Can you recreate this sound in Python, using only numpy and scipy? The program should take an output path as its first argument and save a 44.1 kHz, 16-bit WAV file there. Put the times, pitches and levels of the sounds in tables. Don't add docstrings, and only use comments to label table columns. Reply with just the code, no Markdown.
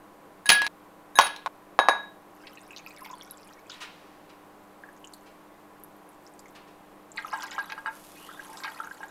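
import sys
import numpy as np
from scipy import signal
from scipy.fft import rfft, irfft
from scipy.io import wavfile

SR = 44100
rng = np.random.default_rng(int(sys.argv[2]) if len(sys.argv) > 2 else 0)


def inscribe(sig):
    pcm = np.round(np.clip(np.atleast_2d(sig).T, -1, 1) * 32767)
    wavfile.write(sys.argv[1], SR, pcm.astype(np.int16))


N = 401310
TIME = np.arange(N) / SR
RING = TIME[:SR // 2]

# [t/s, knock level/dB, crack level/dB, ring level/dB, ring brightness/dB per octave]
BOTTLE_KNOCKS = [(1.7901, 0, -20, -21, -4.5), (1.8860, 1, -15, -19, -4.5)]
# [t/s, peak level of the bubble/dB, f/Hz]
GULPS = [(7.186, -27, 1740), (7.329, -22.5, 1220), (7.335, -22, 900), (7.355, -31, 960), (7.435, -29, 1200),
         (7.581, -19, 1200), (7.586, -24, 890), (7.698, -32, 1340), (7.721, -27.5, 1560),
         (7.778, -27, 1260), (7.8597, -18.5, 1420), (7.8745, -24, 1350), (8.645, -24, 1200),
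         (8.679, -27, 1760), (8.836, -32, 1380), (9.005, -34.5, 860), (9.031, -28.5, 1540)]
# [f/Hz, relative level/dB, time to fade by 60 dB/s]
CAVITY = [(897, -10, 0.14), (1317, -35, 0.14), (1630, -7, 0.11), (2940, -19, 0.046), (3812, -29, 0.083)]


def undb(db):
    return 10 ** (np.asarray(db) / 20)


def unit(x):
    return x / np.sqrt(np.mean(x ** 2))


def add(out, s, x):
    i = int(np.clip(s * SR, 0, len(out) - 1))
    out[i:i + len(x)] += x[:len(out) - i]


def highpass(x, hz):
    return signal.sosfilt(signal.butter(2, hz, "high", fs=SR, output="sos"), x)


def along(points, hz):
    f, value = np.transpose(points)
    return np.interp(np.log(np.maximum(hz, 1)), np.log(f), value)


def tint(x, colour):
    gain = undb(along(colour, np.fft.rfftfreq(len(x), 1 / SR)))
    return unit(irfft(rfft(x) * gain, len(x)))


def pulse(colour, size=1024):
    cepstrum = irfft(np.log(undb(along(colour, np.fft.rfftfreq(size, 1 / SR)))))
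    cepstrum[1:size // 2] *= 2
    cepstrum[size // 2:] = 0
    x = irfft(np.exp(rfft(cepstrum)))
    return x / np.abs(x).max()


def modes(table):
    hz, db, t60 = np.transpose(table)[:, :, None]
    fade = np.exp(-np.log(1000) * RING / t60)
    return undb(db) * np.sin(2 * np.pi * hz * RING) * fade


def bubble(hz, cycles, glide=.08, swell=.04):
    age = np.arange(int(cycles * SR / hz) + 2) * hz / SR / cycles
    tone = np.sin(2 * np.pi * cycles * age * (1 + glide * age / 2))
    x = tone * np.exp(-np.log(1000) * age) * (1 - np.exp(-age / swell)) ** 2
    return x / np.abs(x).max()


def flow(pours, taper_db):
    gain = np.zeros(N)
    for start, full, end, db in pours:
        level = np.interp(TIME, [start, full, end], [db - taper_db, db, db - taper_db])
        gain += undb(level) * (TIME > start) * (TIME < end)
    return gain


def swarm(pours, gain, low_hz, high_hz, cycles, spread_db, count):
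    start, length = pours[0][0], pours[-1][2] - pours[0][0]
    out = np.zeros(N)
    for when, pitch, size, life in rng.random((count, 4)):
        x = bubble(low_hz * (high_hz / low_hz) ** pitch, cycles * (.5 + life))
        add(out, start + when * length, undb(spread_db * size ** 3) * x)
    return unit(out) * np.sqrt(length / TIME[-1]) * gain


def room_tail():
    # [f/Hz, relative level/dB, time to fade by 60 dB/s]
    room_bands = [(150, -4.5, 0.373), (500, -2, 0.44), (1200, 3, 0.3), (3000, -1, 0.38), (6800, -5, 0.19),
                  (14000, -3, 0.2)]
    centres = np.transpose(room_bands)[0]
    f = np.fft.rfftfreq(len(RING), 1 / SR)
    noise = rfft(rng.standard_normal(len(RING)))
    tail = np.zeros(len(RING))
    for hz, db, t60 in room_bands:
        share = along(np.c_[centres, centres == hz], f)
        band = irfft(noise * share, len(RING))
        tail += undb(db) * band * np.exp(-np.log(1000) * RING / t60)
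    tail *= 1 - np.exp(-RING / 0.0014)
    return tail / np.linalg.norm(tail)


def kitchen(x, tail, echo_db, tail_db, echo_s=.011):
    near = rng.standard_normal(len(RING)) * (RING > .0015) * (RING < echo_s)
    response = undb(tail_db) * tail + undb(echo_db) * near / np.linalg.norm(near)
    response[0] += 1
    return signal.fftconvolve(x, response)[:len(x)]


def appliance(rush_db=-53.5, waver_db=1.2, drift_hz=0.518):
    # [f/Hz, relative level/dB]
    rush_colour = [(25, -11.5), (65, -24.5), (120, -21), (170, -8), (240, -12), (330, -8.5), (600, -8),
                   (1100, -11), (1500, -16), (2800, -26), (5500, -34.5), (14500, -33), (16000, -44.5)]
    # [middle f/Hz, middle rms level/dB]
    hum_tones = [(100, -75.5), (200, -67), (300.5, -61), (350, -70.5), (399, -73.5), (801, -66.5),
                 (1000, -66.5), (1099, -66.5)]
    out = undb(rush_db) * tint(rng.standard_normal(N), rush_colour)
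    knots = np.linspace(0, TIME[-1], num=40)
    for hz, db in hum_tones:
        swell = np.interp(TIME, knots, rng.standard_normal(len(knots)))
        drift = np.interp(TIME, knots, rng.standard_normal(len(knots)))
        phase = 2 * np.pi * np.cumsum(hz + drift_hz * drift) / SR
        out += np.sqrt(2) * undb(db + waver_db * swell) * np.sin(phase)
    return out


def scuffs(tail, linger_db=-15, linger_s=0.26):
    # [t/s, relative level/dB, rise time/s]
    rubs = [(3.699, -57, 0.04), (3.801, -45, 0.02), (4.29, -59.5, 0.0096), (5.255, -60.5, 0.014),
            (6.546, -55.5, 0.013), (6.67, -63, 0.012)]
    # [f/Hz, relative level/dB]
    rub_colour = [(300, -18), (1000, 1.5), (1800, 2), (3000, 2), (5000, -3.5), (9000, -14), (16000, -27)]
    out = np.zeros(N)
    for s, db, rise in rubs:
        swell = RING / rise * np.exp((1 - (RING / rise) ** 2) / 2)
        linger = undb(linger_db) * np.exp(-RING / linger_s) * np.minimum(RING / rise, 1)
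        noise = tint(rng.standard_normal(len(RING)), rub_colour)
        add(out, s, undb(db) * noise * (swell + linger))
    return undb(3.0) * kitchen(out, tail, echo_db=-17, tail_db=-2.5)


def fizz(spread_db=4.0, share=.12):
    # [t/s, level/dB]
    foam_level = [(7.0, -88), (7.3, -72), (7.9, -66.5), (7.93, -56.5), (8.7, -59.5), (9.1, -69)]
    # [f/Hz, relative level/dB]
    foam_colour = [(1000, -17.5), (3000, 3), (5000, -0.5), (8000, 0), (11500, 3.5), (14000, -3),
                   (16000, -19.5)]
    s, db = np.transpose(foam_level)
    bursting = rng.random(N) < share
    strength = undb(spread_db * np.minimum(rng.exponential(size=N), 6))
    pops = bursting * rng.choice([-1, 1], N) * strength
    return tint(pops, foam_colour) * undb(np.interp(TIME, s, db))


def lime():
    # [start t/s, hardest t/s, end t/s, level at the hardest/dB]
    squeezes = [(4.6, 5.12, 5.35, -66.5), (5.7, 6.2, 6.6, -68)]
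    gain = flow(squeezes, taper_db=9)
    return swarm(squeezes, gain, 6000, 14000, cycles=16, spread_db=18, count=110)


def spirit():
    # [start t/s, fullest t/s, end t/s, flow level at the fullest/dB]
    spirit_pours = [(2.35, 3.03, 3.78, -53.5)]
    gain = flow(spirit_pours, taper_db=10.5)
    trickle = swarm(spirit_pours, gain, 1000, 5500, cycles=42, spread_db=16, count=260)
    ticks = swarm(spirit_pours, gain, 4500, 14200, cycles=20, spread_db=22, count=240)
    return undb(-2.0) * trickle + undb(-5.0) * ticks


def drips():
    # [t/s, peak level/dB, f/Hz]
    plops = [(2.573, -38, 2600), (2.707, -36, 2590), (2.731, -39, 2510), (2.863, -33, 2500),
             (2.906, -39, 2410), (3.06, -39.5, 880), (3.10, -37.5, 965), (3.13, -35.5, 980),
             (3.211, -34.5, 3320), (3.31, -25, 11070), (3.697, -38, 1410), (3.699, -36, 4760),
             (3.718, -33, 3720), (4.836, -35, 1670), (4.888, -41, 1684), (5.043, -36.5, 2940),
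             (5.137, -36, 4280), (5.837, -30.5, 11570), (6.266, -41, 5300), (6.457, -44, 2090),
             (7.118, -35.5, 7320), (7.1795, -22.5, 2020), (7.246, -26.5, 1240), (8.289, -35, 1250),
             (8.313, -36, 1440), (8.394, -31, 1605), (8.801, -22.5, 1340), (8.872, -33, 1460),
             (8.911, -31.5, 1577)]
    out = np.zeros(N)
    for s, db, hz in plops:
        add(out, s, undb(db) * bubble(hz, cycles=25, glide=0.067, swell=0.061))
    return out


def splashes(count=16, octaves=1.51, cycles=24):
    # [t/s, level of the earliest bubbles/dB, middle f/Hz, mean delay/s]
    bursts = [(2.4685, -39.5, 3000, 0.0024), (2.763, -38, 3800, 0.017), (3.045, -42, 3460, .025),
              (3.694, -38, 4450, .025), (5.135, -42, 11200, 0.0081), (6.392, -45, 7600, 0.0022),
              (7.173, -35, 2890, 0.0072), (7.422, -35.5, 4400, 0.011), (7.512, -38, 3130, .01),
              (7.699, -40.5, 3500, 0.0048), (7.72, -37, 3570, 0.0033), (8.571, -39, 5670, 0.014),
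              (8.635, -32.5, 3470, .01)]
    out = np.zeros(N)
    for s, db, hz, delay in bursts:
        for late, pitch in rng.random((count, 2)):
            x = bubble(hz * 2 ** (octaves * (pitch - .5)), cycles)
            add(out, s - delay * np.log(1 - late), undb(db) * (1 - late / 2) * x)
    return out


def thin_stream(from_hz=2250, to_hz=3750, width_hz=220, db=-54):
    # [start t/s, end t/s]
    whistle_span = (8.13, 8.39)
    progress = np.interp(TIME, whistle_span, [0, 1])
    lowpass = signal.butter(2, width_hz, fs=SR, output="sos")
    waver = unit(signal.sosfilt(lowpass, rng.standard_normal(N)))
    phase = 2 * np.pi * np.cumsum(from_hz + (to_hz - from_hz) * progress) / SR
    return undb(db) * waver * np.sin(phase) * np.sqrt(np.abs(np.sin(np.pi * progress)))


def gulps(count=14, scatter_s=.009, low_hz=1900, octaves=2.44, build_s=0.0013, spray_db=-24.5):
    out = np.zeros(N)
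    cavity = modes(CAVITY).sum(0) * (1 - np.exp(-RING / build_s))
    for s, db, hz in GULPS:
        add(out, s, undb(db) * bubble(hz, cycles=11.6, glide=0.091, swell=0.059))
        add(out, s, undb(db - 2.5) * cavity)
        for late, pitch, size in rng.random((count, 3)):
            x = bubble(low_hz * 2 ** (octaves * pitch ** 2), cycles=35)
            add(out, s - scatter_s * np.log(1 - late), undb(db + spray_db) * size * x)
    return out


def churn(level_db=-19, fade_s=0.021, lead_s=0.015):
    out = np.zeros(N)
    shape = np.minimum(RING / lead_s, 1) * np.exp(-np.maximum(RING - lead_s, 0) / fade_s)
    for s, db, _ in GULPS:
        add(out, s - lead_s, undb(db + level_db) * shape)
    return out


def tonic():
    # [start t/s, fullest t/s, end t/s, flow level at the fullest/dB]
    tonic_pours = [(7.14, 7.42, 7.73, -42.5), (8.15, 8.66, 9.15, -48)]
    gain = flow(tonic_pours, taper_db=10)
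    gurgle_gain = np.hypot(gain, churn())
    gurgle = swarm(tonic_pours, gurgle_gain, 760, 2100, cycles=22, spread_db=10, count=520)
    cavity = modes(CAVITY).sum(0)
    hollow = signal.fftconvolve(gurgle, cavity / np.abs(rfft(cavity)).max())[:N]
    spatter = swarm(tonic_pours, gain, 2200, 6400, cycles=26, spread_db=17, count=600)
    mist = swarm(tonic_pours, gain, 6100, 13800, cycles=26, spread_db=20, count=450)
    return undb(-1.5) * gurgle + undb(2.5) * hollow + undb(-9.5) * spatter + undb(-11) * mist


def contacts():
    # [t/s, relative ring level/dB, brightness/dB per octave]
    wall_taps = [(.4576, -26.5, -1), (.4898, -32, 7.5), (.5171, -13, 0), (.6454, -26.5, -4.5),
                 (1.1551, -35.5, 4.5), (1.1728, -28.5, -0.5), (1.2117, -38, 6), (1.2419, -42, 7.5)]
    # [t/s, relative crack level/dB, relative knock level/dB]
    ice_hits = [(0.4657, -25.5, -50), (0.4929, -2, -21), (0.4991, -6.5, -25), (0.5015, -6, -20),
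                (0.5029, -3, -8.5), (0.5303, -13.5, -22), (0.6183, -15, -16), (0.6659, -18, -23),
                (1.1883, -2.5, 2), (1.2108, -12.5, -21.5), (1.2687, -20.5, -34), (1.3626, -30, -53),
                (1.4612, -24, -15)]
    knock_db, crack_db = -2.5, -7
    taps = [(s, db + tilt + knock_db, db + tilt + crack_db, db, tilt) for s, db, tilt in wall_taps]
    ring_db, tilt_db = -21, -3
    hits = [(s, knock, crack, crack + ring_db, tilt_db) for s, crack, knock in ice_hits]
    return [*taps, *hits, *BOTTLE_KNOCKS]


def blows(rows, glass, tail, end):
    # [f/Hz, relative level/dB, time to fade by 60 dB/s]
    board_modes = [(580, -18, 0.17), (720, -20, .07), (805.5, -11, 0.028), (859, -18.5, 0.087),
                   (943, -9.5, 0.12), (1074, -2.5, 0.043), (1170, -20, 0.025), (1471, -14, 0.097),
                   (2000, -27, 0.031)]
    # [f/Hz, relative level/dB]
    thud_colour = [(40, -51), (200, -20), (450, -14.5), (800, -0.5), (1100, -1.5), (1700, -13), (2500, -22),
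                   (5000, -32.5), (9000, -45), (16000, -59.5)]
    # [f/Hz, relative level/dB]
    crack_colour = [(100, -42.5), (600, -19), (1500, -2), (2700, 2.5), (4300, 1.5), (6400, -7.5),
                    (9000, -13), (12000, -17), (16000, -28.5)]
    thump = pulse(thud_colour)
    thump = np.pad(thump, (0, len(RING) - len(thump)))
    knock = highpass(thump + undb(-8.5) * modes(board_modes).sum(0), 360)
    wall = highpass(modes(glass) * (1 - np.exp(-RING / 0.00073)), 620)
    wall_hz = np.transpose(glass)[0]
    octaves_up = np.log2(wall_hz / wall_hz[0])
    thuds, cracks, ring = np.zeros((3, int(end * SR)))
    for s, knock_db, crack_db, ring_db, tilt_db in rows:
        chips = tint(rng.standard_normal(size=1024), crack_colour)
        add(cracks, s, undb(crack_db - 4) * chips * np.exp(-RING[:len(chips)] / 0.0019))
        add(thuds, s, undb(knock_db - 3.5) * knock)
        add(ring, s, undb(ring_db + tilt_db * octaves_up) @ wall)
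    out = kitchen(thuds, tail, echo_db=-2.5, tail_db=-10.5)
    out += kitchen(cracks, tail, echo_db=-10, tail_db=-7)
    out += kitchen(ring, tail, echo_db=-15.5, tail_db=-12.5)
    return np.pad(out, (0, N - len(out)))


def tumblers(tail):
    # [f/Hz, relative level/dB, time to fade by 60 dB/s]
    front_glass = [(1670, 1.5, 0.42), (2820, -23.5, .18), (3816, -9, .22), (4845, -21, 0.23),
                   (6580, -10.5, 0.058), (9918, -1.5, 0.099), (9970, -6, 0.056), (12100, -28, .12),
                   (14900, -18.5, .16)]
    rear_glass = [(1658, -3.5, 0.38), (1682, -0.5, 0.3), (3815, 0, 0.27), (5140, -31, 0.31),
                  (6510, -13, 0.24), (9800, -19, 0.34), (9900, -5.5, 0.15), (12700, -23.5, 0.16),
                  (14790, -37, .17)]
    ring_cuts = [.679, 1.479]
    edges = [0, *ring_cuts, BOTTLE_KNOCKS[-1][0] + 1]
    out = np.zeros(N)
    for start, end, glass in zip(edges, edges[1:], (front_glass, rear_glass, rear_glass)):
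        rows = [row for row in contacts() if start < row[0] < end]
        out += blows(rows, glass, tail, end)
    return out


def scene():
    tail = room_tail()
    liquid = fizz() + lime() + spirit() + drips() + splashes() + thin_stream() + gulps() + tonic()
    liquid = kitchen(highpass(liquid, 620), tail, echo_db=-6, tail_db=-13.5)
    return (appliance() + scuffs(tail) + liquid + tumblers(tail))[None]


def record(dry):
    top_hz = 15700
    lowpass = signal.ellip(8, .2, 70, top_hz, fs=SR, output="sos")
    return signal.sosfilt(lowpass, np.clip(dry, -1, 1))


dry = scene()
out = record(dry)
inscribe(out)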